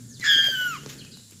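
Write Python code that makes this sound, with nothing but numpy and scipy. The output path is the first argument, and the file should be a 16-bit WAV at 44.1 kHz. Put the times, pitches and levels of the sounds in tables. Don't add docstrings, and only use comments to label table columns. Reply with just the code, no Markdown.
import sys
import numpy as np
from scipy import signal
from scipy.fft import rfft, irfft
from scipy.io import wavfile

SR = 44100
rng = np.random.default_rng(int(sys.argv[2]) if len(sys.argv) > 2 else 0)


def file_out(sig):
    cols = np.atleast_2d(sig).T
    lim = np.clip(cols, -1, 1)
    pcm = np.round(lim * 32767).astype(np.int16)
    wavfile.write(sys.argv[1], SR, pcm)


N = 61739
T = np.arange(N) / SR


def amp(db):
    return 10 ** (np.asarray(db) / 20)


def unit(x):
    return x / np.sqrt(np.mean(x ** 2) + 1e-20)


def curves(table):
    times, *columns = np.transpose(table)
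    return [np.interp(T, times, c) for c in columns]


def value_at(spectrum, hz):
    f, value = np.transpose(spectrum)
    return np.interp(np.log(hz + 1), np.log(f + 1), value)


def colour(x, spectrum):
    return irfft(rfft(x) * amp(value_at(spectrum, np.fft.rfftfreq(N, 1 / SR))), N)


def noise(spectrum):
    return unit(colour(rng.standard_normal(N), spectrum))


def wander(hz):
    rolloff = (1 + (np.fft.rfftfreq(N, 1 / SR) / hz) ** 2) ** 2
    return unit(irfft(rfft(rng.standard_normal(N)) / rolloff, N))


def phase(hz):
    return 2 * np.pi * np.cumsum(hz) / SR


# (frequency [Hz], relative density [dB])
RUMBLE_SPECTRUM = [(20, -52), (30, -46), (42, -31), (60, -9.5), (80, -12), (105, -2.5), (140, -2.5),
                   (190, -4), (250, -2), (320, -24.5), (450, -19.5), (700, -39.5), (1200, -79.5)]
BREEZE_SPECTRUM = [(100, -10.5), (250, 2.5), (400, 5.5), (650, -11.5), (1000, -23), (1600, -3), (3000, -27),
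                   (8000, -70)]
HISS_SPECTRUM = [(300, 0), (450, -14.5), (700, -17), (1000, -13.5), (1600, -15), (2500, -21), (3500, -5.5),
                 (4800, -2.5), (6500, -0.5), (7400, 7), (8000, -1.5), (10000, -3), (12500, -11),
                 (15600, -16)]
# (time [s], level [dB])
RUMBLE_LEVEL = [(0, -50), (.2, -48), (.5, -50), (.8, -49.5), (1.0, -47), (1.2, -51), (1.28, -62),
                (1.4, -51)]
BREEZE_LEVEL = [(0, -63), (.3, -64), (.6, -57.5), (.9, -52.5), (1.1, -56), (1.27, -71), (1.4, -85)]
def outdoor_noise(hiss_db=-53):
    rumble = amp(curves(RUMBLE_LEVEL)[0]) * noise(RUMBLE_SPECTRUM)
    breeze = amp(curves(BREEZE_LEVEL)[0]) * noise(BREEZE_SPECTRUM)
    return rumble + breeze + amp(hiss_db) * noise(HISS_SPECTRUM)


# (time [s], frequency [Hz], level [dB])
HUM_TONE = [(0, 119.5, -51.5), (.2, 125.5, -50.5), (.45, 124.5, -54.5), (.62, 136.8, -51.5),
            (.82, 140.9, -46.5), (.98, 130.9, -51.5), (1.15, 125.3, -54), (1.3, 101.7, -59.5),
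            (1.4, 96.3, -51)]
def hum(waver=0.026, octave_db=-7.5):
    hz, db = curves(HUM_TONE)
    angle = phase(hz * (1 + waver * wander(17)))
    return np.sqrt(2) * amp(db) * (np.sin(angle) + amp(octave_db) * np.sin(2 * angle))


# (frequency [Hz], reverberation time [s])
YARD_T60 = [(200, 0.4), (1500, 0.49), (3000, 0.68), (7000, 0.76), (15000, 0.43)]
def yard(x):
    hz, t, bands = signal.stft(rng.standard_normal(SR), SR, nperseg=256)
    decay = amp(-60 * t / value_at(YARD_T60, hz)[:, None])
    tail = signal.istft(bands * decay, SR, nperseg=256)[1]
    return signal.fftconvolve(x, tail / np.linalg.norm(tail))[:N]


def foliage(x, echoes_per_s=2000, decay_s=0.025):
    taps = rng.standard_normal(N) * (rng.random(N) < echoes_per_s / SR) * np.exp(-T / decay_s)
    return signal.fftconvolve(x, taps / np.linalg.norm(taps))[:N]


# (time [s], duration [s], start frequency [Hz], end frequency [Hz], level [dB])
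BIRD_NOTES = [(0.074, 0.072, 7170, 5810, -48), (0.1, 0.057, 1745, 1724, -60.5),
              (0.119, 0.071, 5870, 2940, -49.5), (0.976, 0.041, 4937, 3830, -45),
              (1.001, 0.036, 3305, 2623, -45), (1.06, 0.02844, 2636, 2386, -52.5),
              (1.109, 0.033, 4920, 4640, -49.5), (1.112, 0.056, 4360, 3870, -48),
              (1.154, 0.049, 4300, 3900, -54)]
def bird(scatter_hz=600):
    out = np.zeros(N)
    for start, length, from_hz, to_hz, db in BIRD_NOTES:
        progress = np.clip((T - start) / length, 0, 1)
        angle = phase(from_hz + (to_hz - from_hz) * progress)
        scattering = (from_hz / 3000) ** 4
        width_hz = scatter_hz * scattering / (1 + scattering)
        note = wander(width_hz) * np.sin(angle) + wander(width_hz) * np.cos(angle)
        out += amp(db) * np.sin(np.pi * progress) * note
    return out


# (frequency [Hz], relative density [dB])
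LEAF_SPECTRUM = [(200, 0), (800, -3.5), (2000, 2.5), (3000, 4), (5000, 1.5), (7200, 5.5), (8200, -20.5),
                 (12000, -5), (15600, -13)]
# (time [s], level [dB])
RUSTLE_LEVEL = [(0, -60), (.17, -93), (.21, -47.5), (.45, -47.5), (.64, -49.5), (.8, -53), (.88, -52.5),
                (.9, -40), (.935, -47.5), (.96, -53), (1.05, -65), (1.1, -72), (1.19, -61), (1.27, -71),
                (1.325, -55.5), (1.35, -64), (1.4, -64)]
def rustle(clicks_per_s=7400, spread_db=0.3):
    clicks = (rng.random(N) < clicks_per_s / SR) * rng.standard_normal(N)
    clicks *= amp(spread_db * np.minimum(rng.exponential(1, N), 4))
    return amp(curves(RUSTLE_LEVEL)[0]) * unit(colour(clicks, LEAF_SPECTRUM))


# (time [s], snap [dB], thud [dB], thud frequency [Hz], crisp treble [dB])
CONTACTS = [(0.198, -33, -30, 246, -38.5), (0.362, -57, -28, 307.7, -60), (0.387, -33, -29.5, 502, -40),
            (0.443, -31, -39, 694, -36), (.47, -23, -36.5, 637, -48), (.484, -32, -26.5, 582, -49),
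            (0.503, -32, -32, 365, -62), (0.614, -34, -37.5, 510, -58), (0.834, -36, -41, 387, -71.5),
            (.862, -25.5, -26.5, 393, -62), (1.049, -32.5, -66, 510, -65), (1.172, -38, -64, 600, -42),
            (1.196, -44.5, -68, 500, -60), (1.31, -42.5, -73, 389.3, -41.5),
            (1.323, -52.5, -37.5, 304, -61)]
# (frequency [Hz], gain [dB])
SNAP_FILTER = [(200, 3), (800, -1.5), (1500, -1), (3000, -4.5), (5000, 5), (7200, -0.5), (8200, -23),
               (15600, -29)]
CRISP_FILTER = [(3000, -24.5), (8000, 7), (12000, 1), (15600, -5)]
def ticks(snap_s=0.00063, tail_s=0.005, tail_db=-13.5, thud_rise_s=0.0019, thud_decay_s=0.0021):
    snaps, treble, thuds = np.zeros((3, N))
    crumble, grit = rng.standard_normal(N), rng.choice([-1., 1.], N)
    for start, snap_db, thud_db, hz, crisp_db in CONTACTS:
        t = np.maximum(T - start, 0)
        tail = amp(tail_db) * crumble * np.exp(-t / tail_s)
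        crack = (T >= start) * (grit * np.exp(-t / snap_s) + tail)
        snaps += amp(snap_db) * crack
        snaps[round(start * SR)] -= 2.46 * amp(snap_db)
        treble += amp(crisp_db) * crack
        envelope = (1 - np.exp(-t / thud_rise_s)) * np.exp(-t / thud_decay_s)
        thuds += 2 * amp(thud_db) * envelope * np.sin(2 * np.pi * hz * t)
    return colour(snaps, SNAP_FILTER) + colour(treble, CRISP_FILTER) + thuds


JITTER_HZ, WHISTLE_JITTER = 330, 0.015

# (time [s], duration [s], start frequency [Hz], end frequency [Hz], level [dB])
SQUEAKS = [(0.22, 0.075, 1975, 1900, -35), (.222, 0.084, 2270, 2100, -40), (0.21, 0.013, 4090, 4090, -37.5),
           (.24, .085, 5130, 5250, -37), (.242, .11, 7280, 6750, -40)]
def squeaks():
    out = np.zeros(N)
    for start, length, from_hz, to_hz, db in SQUEAKS:
        progress = np.clip((T - start) / length, 0, 1)
        hz = (from_hz + (to_hz - from_hz) * progress) * (1 + WHISTLE_JITTER * wander(JITTER_HZ))
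        out += amp(db) * np.sin(np.pi * np.sqrt(progress)) * np.sin(phase(hz))
    return out


# (frequency [Hz], relative density [dB])
RASP_SPECTRUM = [(700, -54), (1100, -16.5), (1500, 7.5), (2200, 1.5), (2700, -3.5), (3400, -9.5), (4300, 0),
                 (5150, -2), (5800, -7), (7000, -2.5), (8200, -21.5), (12000, -35.5), (13500, -31),
                 (15600, -32)]
def rasp(flutter_phase, buzz_share=0.41, ring_s=0.0021):
    pulses = np.diff(np.floor(flutter_phase / (2 * np.pi)), prepend=0)
    puff = rng.standard_normal(N) * np.exp(-T / ring_s)
    buzz = unit(colour(signal.fftconvolve(pulses, puff)[:N], RASP_SPECTRUM))
    return np.sqrt(buzz_share) * buzz + np.sqrt(1 - buzz_share) * noise(RASP_SPECTRUM)


# (time [s], frequency [Hz], level [dB])
SECOND_TONE = [(.232, 1770, -86), (.245, 1765, -27), (.29, 1765, -35.5), (.34, 1786, -32), (.38, 1748, -32),
               (.44, 1759, -35.5), (.48, 1690, -41), (.55, 1736, -44), (.6, 1740, -65)]
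def second_whistle(voice_phase, combination_db=-16):
    hz, db = curves(SECOND_TONE)
    angle = phase(hz * (1 + WHISTLE_JITTER * wander(JITTER_HZ)))
    return np.sqrt(2) * amp(db) * (np.sin(angle) + amp(combination_db) * np.sin(2 * voice_phase - angle))


# (time [s], first [dB], second [dB], third [dB], others below 8200 Hz [dB], above [dB])
HARMONIC_LEVELS = [(.195, -63, -75, -51, -75, -59), (.218, -48, -58, -66, -70, -80),
                   (.232, -30, -53, -61, -51, -75), (.248, -39.5, -42, -45, -43, -75),
                   (.275, -21, -28, -33.5, -54, -56), (.298, -22, -18, -37, -39, -53),
                   (.33, -23.5, -19.5, -34, -37.5, -45), (.365, -33, -20, -38, -38.5, -51),
                   (.392, -23.5, -19, -40.5, -39.5, -51), (.42, -33.5, -21, -38, -46.5, -51.5),
                   (.475, -35, -22.5, -41, -40.5, -46), (.508, -44, -30, -39, -49.5, -52),
                   (.526, -29, -40, -46, -42.5, -47), (.556, -35.5, -29.5, -53, -48.5, -51.5),
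                   (.602, -27.5, -31, -65, -51, -48.5), (.635, -32, -35, -51.5, -51, -51.5),
                   (.666, -25.5, -41, -76, -54, -45.5), (.695, -33, -43.5, -56, -43, -54),
                   (.748, -34.5, -43, -60, -60.5, -61), (.77, -45, -50, -51, -53, -68),
                   (.79, -93, -78, -45.5, -66, -62)]
# (frequency [Hz], gain [dB])
THROAT_FILTER = [(4000, -6), (5800, -4.5), (6500, -2.5), (7400, -0.5), (8200, -22.5), (10500, -12),
                 (12000, -10), (13400, 0), (14500, -5), (15600, -9)]
def voice(hz, angle, jitter, flicker_db=3.5):
    first, second, third, upper, top = curves(HARMONIC_LEVELS)
    levels = [first, second, third]
    levels += [np.where(k * hz < 8200, upper, top) + value_at(THROAT_FILTER, k * hz) for k in range(4, 12)]
    out = np.zeros(N)
    for k, db in enumerate(levels, 1):
        phase_noise = ((k > 2) * 20 * jitter + (k > 5) * 0.07) * wander(170)
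        flicker = (k > 3) * flicker_db * np.tanh(wander(45))
        shimmer = 1 + 2.9 * jitter * wander(JITTER_HZ)
        out += amp(db + flicker) * shimmer * np.sin(k * (angle + phase_noise)) * (k * hz < SR / 2)
    return np.sqrt(2) * out


# (time [s], frequency [Hz])
SQUEAL_PITCH = [(.2, 2080), (.232, 1954), (.238, 1699), (.28, 1682), (.305, 1663), (.335, 1622),
                (.368, 1591), (.388, 1626), (.41, 1603), (.465, 1610), (.505, 1575), (.53, 1566),
                (.565, 1505), (.62, 1484), (.665, 1466), (.705, 1396), (.735, 1289), (.755, 1177),
                (.78, 946)]
# (time [s], flutter strength [0-1], jitter [share of pitch], rasp level [dB])
HOARSENESS = [(.2, 0.4, 0.007, -78), (.235, 0.5, 0.016, -47), (.243, 0.8, 0.025, -33),
              (.265, 0.64, 0.024, -29), (.29, 0.65, 0.01323, -38), (.345, 0.35, 0.02, -37.5),
              (.39, 0.27, 0.011, -47), (.45, 0.06, 0.0034, -37.5), (.52, 0.16, 0.005, -53.5),
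              (.6, 0.15, 0.0041, -48.5), (.7, 0.13, 0.004, -51.5), (.755, 0, 0.0098, -46.5),
              (.8, 0.17, 0.0056, -82)]
def squeal(start_s=0.189, end_s=0.804, fade_s=0.012, flutter_hz=153.65, weak_pinch=0.44):
    hz, = curves(SQUEAL_PITCH)
    strength, jitter, rasp_db = curves(HOARSENESS)
    flutter_phase = phase(flutter_hz * (1 + 0.018 * wander(33)))
    subharmonic = np.sin(flutter_phase / 2)
    pinch = abs(subharmonic) ** 5.6 * np.where(subharmonic > 0, 1, weak_pinch)
    flutter = 2 * strength * (pinch.mean() - pinch)
    angle = phase(hz * (1 + 0.069 * flutter + jitter * wander(JITTER_HZ)))
    tone = voice(hz, angle, jitter)
    whistle = second_whistle(angle)
    hoarse_tone = (tone + amp(rasp_db) * rasp(flutter_phase)) * (1 + 0.47 * flutter)
    gate = np.clip(np.minimum(T - start_s, end_s - T) / fade_s, 0, 1)
    return gate * (whistle + hoarse_tone)


def scene():
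    near = squeaks() + squeal() + ticks() + rustle()
    far = bird()
    reflected = amp(-11) * foliage(near) + yard(amp(-13) * near + amp(-4) * far)
    return (near + amp(-1.5) * far + reflected + hum() + outdoor_noise())[None]


def record(dry, cutoff_hz=15600):
    lowpass = signal.firwin(511, cutoff_hz, window=("kaiser", 9), fs=SR)
    return signal.oaconvolve(dry, lowpass[None], "same")


dry = scene()
out = record(dry)
file_out(out)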